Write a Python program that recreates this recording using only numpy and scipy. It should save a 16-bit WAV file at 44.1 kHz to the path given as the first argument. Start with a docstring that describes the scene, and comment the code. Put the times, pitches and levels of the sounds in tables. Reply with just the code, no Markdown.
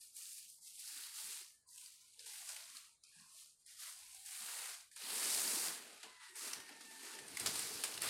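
"""Crumpled plastic sheet on a hard floor

Small hands grab, drag and shake the sheet indoors: tiny creases crackle as random clicks ringing at many
pitches, and folds snap as short noise bursts with an echo tail. Low lumpy noise is the lifted sheet flapping;
a faint far whine of three tones sinks in pitch. Narrow patches of noise swell over the room noise.
A phone microphone's noise suppressor turns down bands that do not rise above the room noise;
faint low electronic noise is added."""
import sys
import numpy as np
from scipy import signal
from scipy.fft import rfft, irfft
from scipy.io import wavfile
from scipy.ndimage import uniform_filter1d, map_coordinates

SR = 44100
rng = np.random.default_rng(int(sys.argv[2]) if len(sys.argv) > 2 else 0)


def to_linear_factor(level_db):
    """Convert decibel levels (scalar or array-like) to linear amplitude factors."""
    exponent = np.asarray(level_db, float) / 20
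    return 10 ** exponent


def to_wav(sig):
    """Store sig (one row per channel, or 1-D mono) as 16-bit WAV at the path in sys.argv[1].

    Samples outside -1..1 are clipped; the rate is SR.
    """
    pcm = np.clip(np.atleast_2d(sig), -1, 1) * 32767
    pcm = np.round(pcm).astype(np.int16)
    wavfile.write(sys.argv[1], SR, pcm.T)  # frames by channels


N = 356813

# folds that snap through: start_s, peak_db (before colouring), pitch_hz,
# shower_db (level of the small creases set off)
FOLD_SNAPS = [(0.165, -40, 8380, -57), (0.4988, -45, 8860, -63), (0.793, -54, 9500, -54),
              (0.875, -38, 10200, -49), (1.6742, -57, 9250, -68), (1.777, -41, 8160, -60),
              (1.8588, -41.5, 4770, -62), (2.192, -41, 4820, -56), (2.4887, -36.5, 8100, -60),
              (2.5624, -33.5, 2780, -51), (2.7682, -37, 4300, -64), (3.0358, -44, 5440, -61),
              (3.661, -47, 9095, -65), (4.1455, -48, 8740, -56.5), (4.259, -40, 8614, -51.5),
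              (4.9138, -46, 1800, -61), (4.961, -41, 9500, -53), (6.03, -40, 2680, -52.5),
              (6.355, -41, 8500, -73), (6.532, -27.5, 5500, -48), (6.6, -40, 2970, -61),
              (6.6903, -37.5, 1840, -76), (6.808, -50, 8550, -55.5), (7.0313, -46, 1737, -58),
              (7.1874, -38, 1781, -53), (7.28, -37.5, 8890, -70.5), (7.3701, -24.5, 2190, -49),
              (7.397, -26.5, 8515, -45), (7.46, -21.5, 7350, -36), (7.47, -25, 5760, -55),
              (7.5545, -38, 4440, -43), (7.5918, -24.5, 8450, -50), (7.8369, -23, 10100, -35.5),
              (7.8763, -38, 7606, -58), (7.9395, -36, 4080, -57), (7.9754, -29.5, 2620, -66),
              (8.018, -23, 10000, -53), (8.0312, -33, 7300, -66)]
# tone colour of the crumpled sheet: pitch_hz, level_db (per Hz, relative)
SHEET_COLOUR = [(290, -13), (500, -14.5), (880, -8.5), (1060, -8.5), (1190, -7), (2930, -3), (3290, -3.5),
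                (4660, 1.5), (5800, -2), (8960, 1.5), (15100, -14), (16000, -17.5)]
# room noise before the suppressor: pitch_hz, level_db (per Hz)
ROOM_COLOUR = [(30, -118), (100, -102), (250, -106), (500, -100), (1000, -103), (2000, -109), (4000, -116),
               (9000, -118), (12000, -118), (16000, -116)]
FAINT_DB = -64   # crackle below this level counts as faint


def rms_one(x):
    """Scale to an average strength (rms) of 1."""
    return x / np.sqrt(np.mean(x ** 2) + 1e-20)


def in_time(rows):
    """Turn the columns of a table into curves over time, one value a sample."""
    s, *columns = np.transpose(rows)
    return [np.interp(np.arange(N) / SR, s, column) for column in columns]


def at_hz(points, hz):
    """Read a colour table at any pitch, on a log-frequency axis."""
    table_hz, table_db = np.transpose(points)
    return np.interp(np.log(hz + 1), np.log(table_hz), table_db)


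def coloured(x, points):
    """Filter x by a colour table: each pitch is raised or lowered by its dB."""
    size = 2 ** 19
    gain = to_linear_factor(at_hz(points, np.fft.rfftfreq(size, 1 / SR)))
    return irfft(rfft(x, size) * gain)[:N]


def drift(rate):
    """Slow random wandering of spread 1 that changes about rate times a second."""
    # computed at every 20th sample; the first 3000 values let the filter settle
    r = np.exp(-40 * np.pi * rate / SR)
    noise = rng.standard_normal(N // 20 + 3002)
    slow = signal.lfilter([1], [1, -2 * r, r * r], noise)[3000:]
    return np.interp(np.arange(N) / 20, np.arange(len(slow)), rms_one(slow))


def resonance(x, hz, width_hz):
    """Ring at one pitch: a two-pole band-pass with gain 1 at its peak."""
    r = np.exp(-np.pi * width_hz / SR)
    feedback = [1, -2 * r * np.cos(2 * np.pi * hz / SR), r * r]
    return signal.lfilter([(1 - r * r) / 2, 0, (r * r - 1) / 2], feedback, x)


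def room_noise():
    """Steady room sound: random noise with the colour of the room."""
    return coloured(rng.standard_normal(N), ROOM_COLOUR) * np.sqrt(SR / 2)   # sqrt: makes it dB per Hz


def electronic_noise():
    """Faint steady low noise of the electronics at -91 dB, weaker towards high pitch."""
    # colour of the noise: pitch_hz, level_db (per Hz, relative)
    electronic_colour = [(20, -42), (45, 0.5), (80, -2), (160, -4), (500, -13.5), (1500, -16.5),
                         (9000, -33), (12000, -46), (16000, -67)]
    return to_linear_factor(-91) * rms_one(coloured(rng.standard_normal(N), electronic_colour))


def handling():
    """Crackle level in dB: each tug starts suddenly, drifts up or down in level, then settles ever faster."""
    # pulls on the sheet: grab_s, grab_db, aim_s and aim_db (a point the level drifts towards),
    # settle_s (from here it settles, even if the aim comes later)
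    tugs = [(-0.01, -57.5, 0.0086, -55, 0.01), (0.11, -63, 0.18, -52, 0.4), (0.46, -63, 0.5, -61, 0.51),
            (0.6, -61.5, 0.67, -53.5, 0.68), (0.72, -58, 0.94, -48.5, 1.053),
            (1.11, -52.5, 1.17, -47.5, 1.372), (1.658, -62, 1.82, -55, 1.847), (1.93, -64, 1.92, -63, 2.48),
            (2.185, -56.5, 2.21, -60, 2.35), (2.245, -55, 2.26, -51, 2.475),
            (2.47, -51.5, 2.58, -49, 2.507), (2.579, -57, 2.7, -57, 2.75), (2.73, -61, 2.97, -53, 2.765),
            (2.99, -76, 3.012, -72, 3.35), (3.03, -69.5, 3.32, -58.5, 3.21), (3.27, -64, 3.4, -55.5, 3.4),
            (3.575, -71, 3.8, -69, 3.63), (3.652, -58.5, 3.78, -56, 3.72), (3.76, -60, 3.81, -49.5, 3.886),
            (3.96, -58, 4.1, -57, 4.25), (4.244, -51.5, 4.505, -46, 4.691), (4.905, -66, 4.93, -63.5, 5.2),
            (4.948, -55, 5.31, -38, 5.665), (5.88, -58, 5.62, -57.5, 5.98), (6.06, -64, 6, -64.5, 6.18),
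            (6.19, -63, 6.62, -57.5, 6.28), (6.342, -50.5, 6.45, -46, 6.48), (6.58, -69, 6.68, -61, 6.79),
            (6.79, -61, 6.82, -59, 7.14), (6.88, -59, 7.1, -52.5, 7.14), (7.21, -60, 7.5, -51.5, 7.37),
            (7.36, -53.5, 7.48, -45, 7.8), (7.53, -51.5, 7.68, -38.5, 7.54), (7.841, -59, 7.92, -48, 7.95),
            (8.0, -45, 8.04, -40.5, 8.08)]
    grab_time_s, dying_s, at_rest_db = 0.023, 0.41, -89
    sag_db_per_s, settle_db_per_s = 6.5, 79   # settling starts at this pace
    t = np.arange(N) / SR
    power = to_linear_factor(2 * at_rest_db)
    for grab, grab_db, aim, aim_db, settle in tugs:
        course = np.interp(t, [grab, grab + grab_time_s, aim], [0, to_linear_factor(grab_db), to_linear_factor(aim_db)])
        after = np.clip(t - settle, 0, 1)
        sag_db = sag_db_per_s * np.clip(t - aim, 0, settle - aim)
        settle_db = settle_db_per_s * after * (1 + after / dying_s)
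        power = power + (course * to_linear_factor(-sag_db - settle_db)) ** 2
    return 10 * np.log10(power)


def crackle(level_db, per_s, spread_db, clump_db, patchy_db, shower_t60):
    """Creases flip at random in clumps; each size of crease rings briefly at its own pitch."""
    # how much big creases add at low pitch: time_s, coarse_db (before thinning and pitch weighting)
    coarseness = [(0.0, 3), (0.1, -3), (0.2, -2), (0.45, -1.5), (0.56, -16.5), (0.68, -1.5), (1.0, 0.9),
                  (1.45, 1.5), (1.6, -11), (1.75, -1.5), (1.9, 1.5), (2.2, 4), (2.3, 1.5), (2.7, 5),
                  (3.15, 3), (3.4, 0), (3.7, 4), (3.85, 2.5), (4.3, 1.1), (4.85, 6), (5.4, 0.9), (5.72, 3),
                  (5.87, 7), (6.1, 11), (6.3, 9), (6.4, 2.5), (6.7, 10.5), (6.9, 4), (7.15, 7), (7.65, 3),
                  (8.09, 6)]
    thinning = 0.25   # big creases fade first in faint crackle: dB lost per dB
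    coarse_db = in_time(coarseness)[0] - thinning * np.maximum(FAINT_DB - level_db, 0)
    sizes = to_linear_factor(spread_db * np.minimum(rng.exponential(1, N), 4)) * rng.choice([-1, 1], N)
    flips = sizes * (rng.random(N) < per_s / SR)
    pitches = np.geomspace(500, 15000, 16)
    favoured = rng.integers(0, 16, N)
    clumps = clump_db * (drift(75) + 0.12 * drift(26))
    out = 0
    for k, hz in enumerate(pitches):
        coarse = np.clip(np.log2(7000 / hz) / 1.73, 0, 1.3)   # large creases ring low
        fine = np.clip(np.log2(hz / 9000), 0, 1)
        # each flip sounds at all pitches, most at its favoured one
        clicks = flips * (0.72 + 1.67 * (favoured == k))
        ringing = resonance(resonance(clicks, hz, 0.71 * hz), hz, 0.71 * hz)
        band = rms_one(ringing) * np.sqrt(hz)
        # harder pulls crackle brighter, coarse ones duller
        bright_db = fine * (0.27 * (level_db + 40) - 0.65 * coarse_db)
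        out = out + band * to_linear_factor(coarse * coarse_db + bright_db + patchy_db * drift(5.3))
    steady = rms_one(coloured(out * to_linear_factor(clumps), SHEET_COLOUR))
    kicks = np.zeros(N)   # each snap releases a shower that dies away
    kicks[[round(row[0] * SR) for row in FOLD_SNAPS]] = [to_linear_factor(row[3]) for row in FOLD_SNAPS]
    shower = signal.lfilter([1], [1, -to_linear_factor(-60 / (shower_t60 * SR))], kicks)
    return steady * np.hypot(to_linear_factor(level_db), shower)


def snaps(level_db, count):
    """A snap swells and dies within milliseconds, partly broad noise, partly the pitch of its fold."""
    rows = []
    # small snaps come by chance, set from the crackle level of the moment
    for when, loud, high in rng.random((count, 3)):
        s = 8 * when
        peak_db = level_db[int(s * SR)] + 5.5 + 6 * loud
        rows.append((s, peak_db, 2500 * 5 ** high, 0.0011))   # rises in 1.1 ms
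    rows += [(*row[:3], 0.0022) for row in FOLD_SNAPS]   # large ones rise in 2.2 ms
    out = np.zeros(N + 2000)
    t = np.arange(2000) / SR
    for (s, peak_db, hz, rise_s), burst in zip(rows, rng.standard_normal((len(rows), 2000))):
        swell = (t / rise_s * np.exp(1 - t / rise_s)) ** 2
        rung = swell * (1.07 * burst + 0.93 * rms_one(resonance(burst, hz, 0.18 * hz)))
        at = round(s * SR)
        out[at:at + 2000] += to_linear_factor(peak_db) * rung / np.abs(rung).max()
    softer_colour = [(hz, 0.9 * db) for hz, db in SHEET_COLOUR]
    return coloured(out[:N], softer_colour)


def walls(x, t60, level_db):
    """Floor and walls add a short echo tail: noise that fades by 60 dB in t60 seconds."""
    t = np.arange(SR // 2) / SR
    tail = rng.standard_normal(len(t)) * to_linear_factor(-60 * t / t60) * (t > 0.003)
    tail = tail / np.sqrt(np.sum(tail ** 2))
    return x + to_linear_factor(level_db) * signal.fftconvolve(x, tail)[:N]


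def patches(level_db, count, above_room_db):
    """Narrow noise bands fade in and out: some from a table, others by chance, fainter in faint crackle."""
    # the clearest bands: start_s, end_s, pitch_hz, level_db (at full swell)
    clear_patches = [(.88, 1.0, 310, -76), (1.22, 1.3, 201, -74.5), (1.25, 1.452, 379, -76),
                     (1.65, 1.905, 990, -74.5), (1.966, 2.15, 1410, -78.5), (2.176, 2.26, 488.5, -72.5),
                     (2.3, 2.704, 788, -77), (2.68, 2.76, 276, -76), (2.78, 2.96, 878, -74),
                     (3.03, 3.3, 2480, -78), (3.1, 3.26, 1640, -75), (3.152, 3.246, 180, -74.5),
                     (3.19, 3.473, 1076, -79), (4.11, 4.45, 755, -74), (4.38, 4.46, 198, -74.5),
                     (6.28, 6.4, 352, -70.5), (4.0, 4.305, 66, -80.5), (3.67, 4.05, 806, -78),
                     (1.637, 1.774, 1966, -79)]
    out = np.zeros(N)
    noise = rng.standard_normal(N + SR)
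    rows = list(clear_patches)
    for when, long, high, loud in rng.random((count, 4)):
        start = 8 * when
        hz = 750 * 6 ** high
        faint_db = max(FAINT_DB - level_db[int(start * SR)], 0)
        db = at_hz(ROOM_COLOUR, hz) + above_room_db + 6 * loud - faint_db
        rows.append((start, start + 0.054 + 0.26 * long, hz, db))
    for start, end, hz, db in rows:
        at = np.arange(round(start * SR), min(round(end * SR), N))
        swell = np.clip(np.minimum(at / SR - start, end - at / SR) / 0.0092, 0, 1)   # 9.2 ms fades
        width_hz = 45 + 0.09 * hz
        band = resonance(resonance(noise[at], hz, width_hz), hz, width_hz)
        out[at] += to_linear_factor(db) * swell * rms_one(band)
    return out


def flap():
    """The lifted sheet pushes air: lumpy low noise, with a deeper part whose share changes."""
    # billows: time_s, level_db (before the random lumps), depth_db (deep part against the rest)
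    billows = [(4.9, -99, -1), (4.93, -110, 6), (5.04, -64.5, -21), (5.18, -59, -30), (5.41, -60, -16),
               (5.51, -57, -31), (5.74, -60.5, -27), (5.86, -65.5, -28), (5.99, -73, -18), (6.01, -89, -6),
               (6.05, -64.5, -55), (6.25, -99, -13), (6.29, -81, -26), (6.4, -90, -23), (6.42, -68, -43),
               (6.44, -64.5, -25), (6.58, -65, -4), (6.68, -70, -20), (6.71, -57.5, -26), (6.77, -67, -24),
               (7.05, -65, -18), (7.38, -60.5, -9), (7.48, -56, -8), (7.72, -62, -15), (7.77, -59, -9),
               (7.91, -63.5, -27), (7.95, -63.5, -10.5), (8.09, -58, -5)]
    # colour of the upper part: pitch_hz, level_db (per Hz, relative)
    air_colour = [(88, -38), (150, -13.5), (194, -3.5), (275, -0.5), (465, 1), (505, -7), (900, -5.5),
                  (1170, -15.5), (1980, -120)]
    level_db, depth_db = in_time(billows)
    air = rng.standard_normal((2, N))
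    upper = rms_one(coloured(air[0], air_colour))
    deep = rms_one(resonance(resonance(air[1], 111, 66), 111, 66))
    return to_linear_factor(level_db + 2.4 * drift(16.3)) * (upper + to_linear_factor(depth_db) * deep)


def whine():
    """A far whine: three sine tones at multiples of one sinking pitch, slightly unsteady."""
    # course of the whine: time_s, pitch_hz, level_db (both before the wobble)
    course = [(6.02, 1021, -71), (6.12, 1020, -72.5), (6.35, 940, -74), (6.501, 919, -78),
              (6.65, 906, -72.5), (6.851, 900, -70), (7.202, 891, -68.5), (7.32, 842, -64)]
    # its tones: multiple of the pitch, level_db (added to the course)
    partials = [(1, 0.5), (2, 5.5), (3, -4)]
    hz, level_db = in_time(course)
    fade_s = [course[0][0], course[1][0], course[-2][0], course[-1][0]]
    sounding = np.interp(np.arange(N) / SR, fade_s, [0, 1, 1, 0])
    turn = 2 * np.pi * np.cumsum(hz * (1 + 0.012 * drift(30.2))) / SR
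    out = 0
    for multiple, db in partials:
        wobble_db = 3.4 * drift(3.4) + 2.1 * drift(40)
        out = out + to_linear_factor(level_db + db + wobble_db) * np.sin(int(multiple) * turn)
    return sounding * out


def scene():
    """The sheet, the whine and the room noise together, the same in both channels."""
    level_db = handling()
    room = room_noise() + patches(level_db, count=80, above_room_db=17.5)
    rustle = crackle(level_db, per_s=22000, spread_db=1.5, clump_db=0.81, patchy_db=1.0, shower_t60=0.18)
    snapping = walls(snaps(level_db, count=260), t60=0.48, level_db=-7.5)
    return np.tile(rustle + snapping + flap() + whine() + room, (2, 1))


def suppress(x, margin_db, depth_db, hold_s, error_db):
    """Noise suppressor: turns each band down unless its recent power exceeds the expected room noise."""
    hz, s, bins = signal.stft(x, SR, nperseg=1024, noverlap=768)
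    power = uniform_filter1d(np.abs(bins) ** 2, size=3, axis=0)
    keep = np.exp(-256 / (hold_s * SR))
    power = signal.lfilter([1 - keep], [1, -keep], power, axis=1)
    # its noise guess errs from band to band (130 Hz) and wanders (0.2 s), so the edges are ragged
    where = np.meshgrid(hz / 130, s / 0.2, indexing="ij")
    error = map_coordinates(rng.standard_normal((172, 44)), where, order=1)
    expected_db = at_hz(ROOM_COLOUR, hz)[:, None] + margin_db + error_db * error
    expected = to_linear_factor(2 * expected_db) * 0.51 * SR / 1024   # from power per Hz to power per band
    # the gain rises gradually as the band exceeds the expected noise
    gain = np.clip(0.98 * (1 - expected / (power + 1e-20)), to_linear_factor(depth_db), 1)
    return signal.istft(bins * gain, SR, nperseg=1024, noverlap=768)[1][:N]


def top_cut(x):
    """Nothing passes above the cut-off."""
    return signal.sosfilt(signal.butter(12, 16180, fs=SR, output="sos"), x)


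def record(dry):
    """One microphone with a noise suppressor, then electronic noise, the same in both channels."""
    mono = suppress(dry[0], margin_db=5.5, depth_db=-27.5, hold_s=0.037, error_db=2.5)
    mix = np.tile(mono + electronic_noise(), (2, 1))
    return top_cut(mix)


dry = scene()
out = record(dry)
to_wav(out)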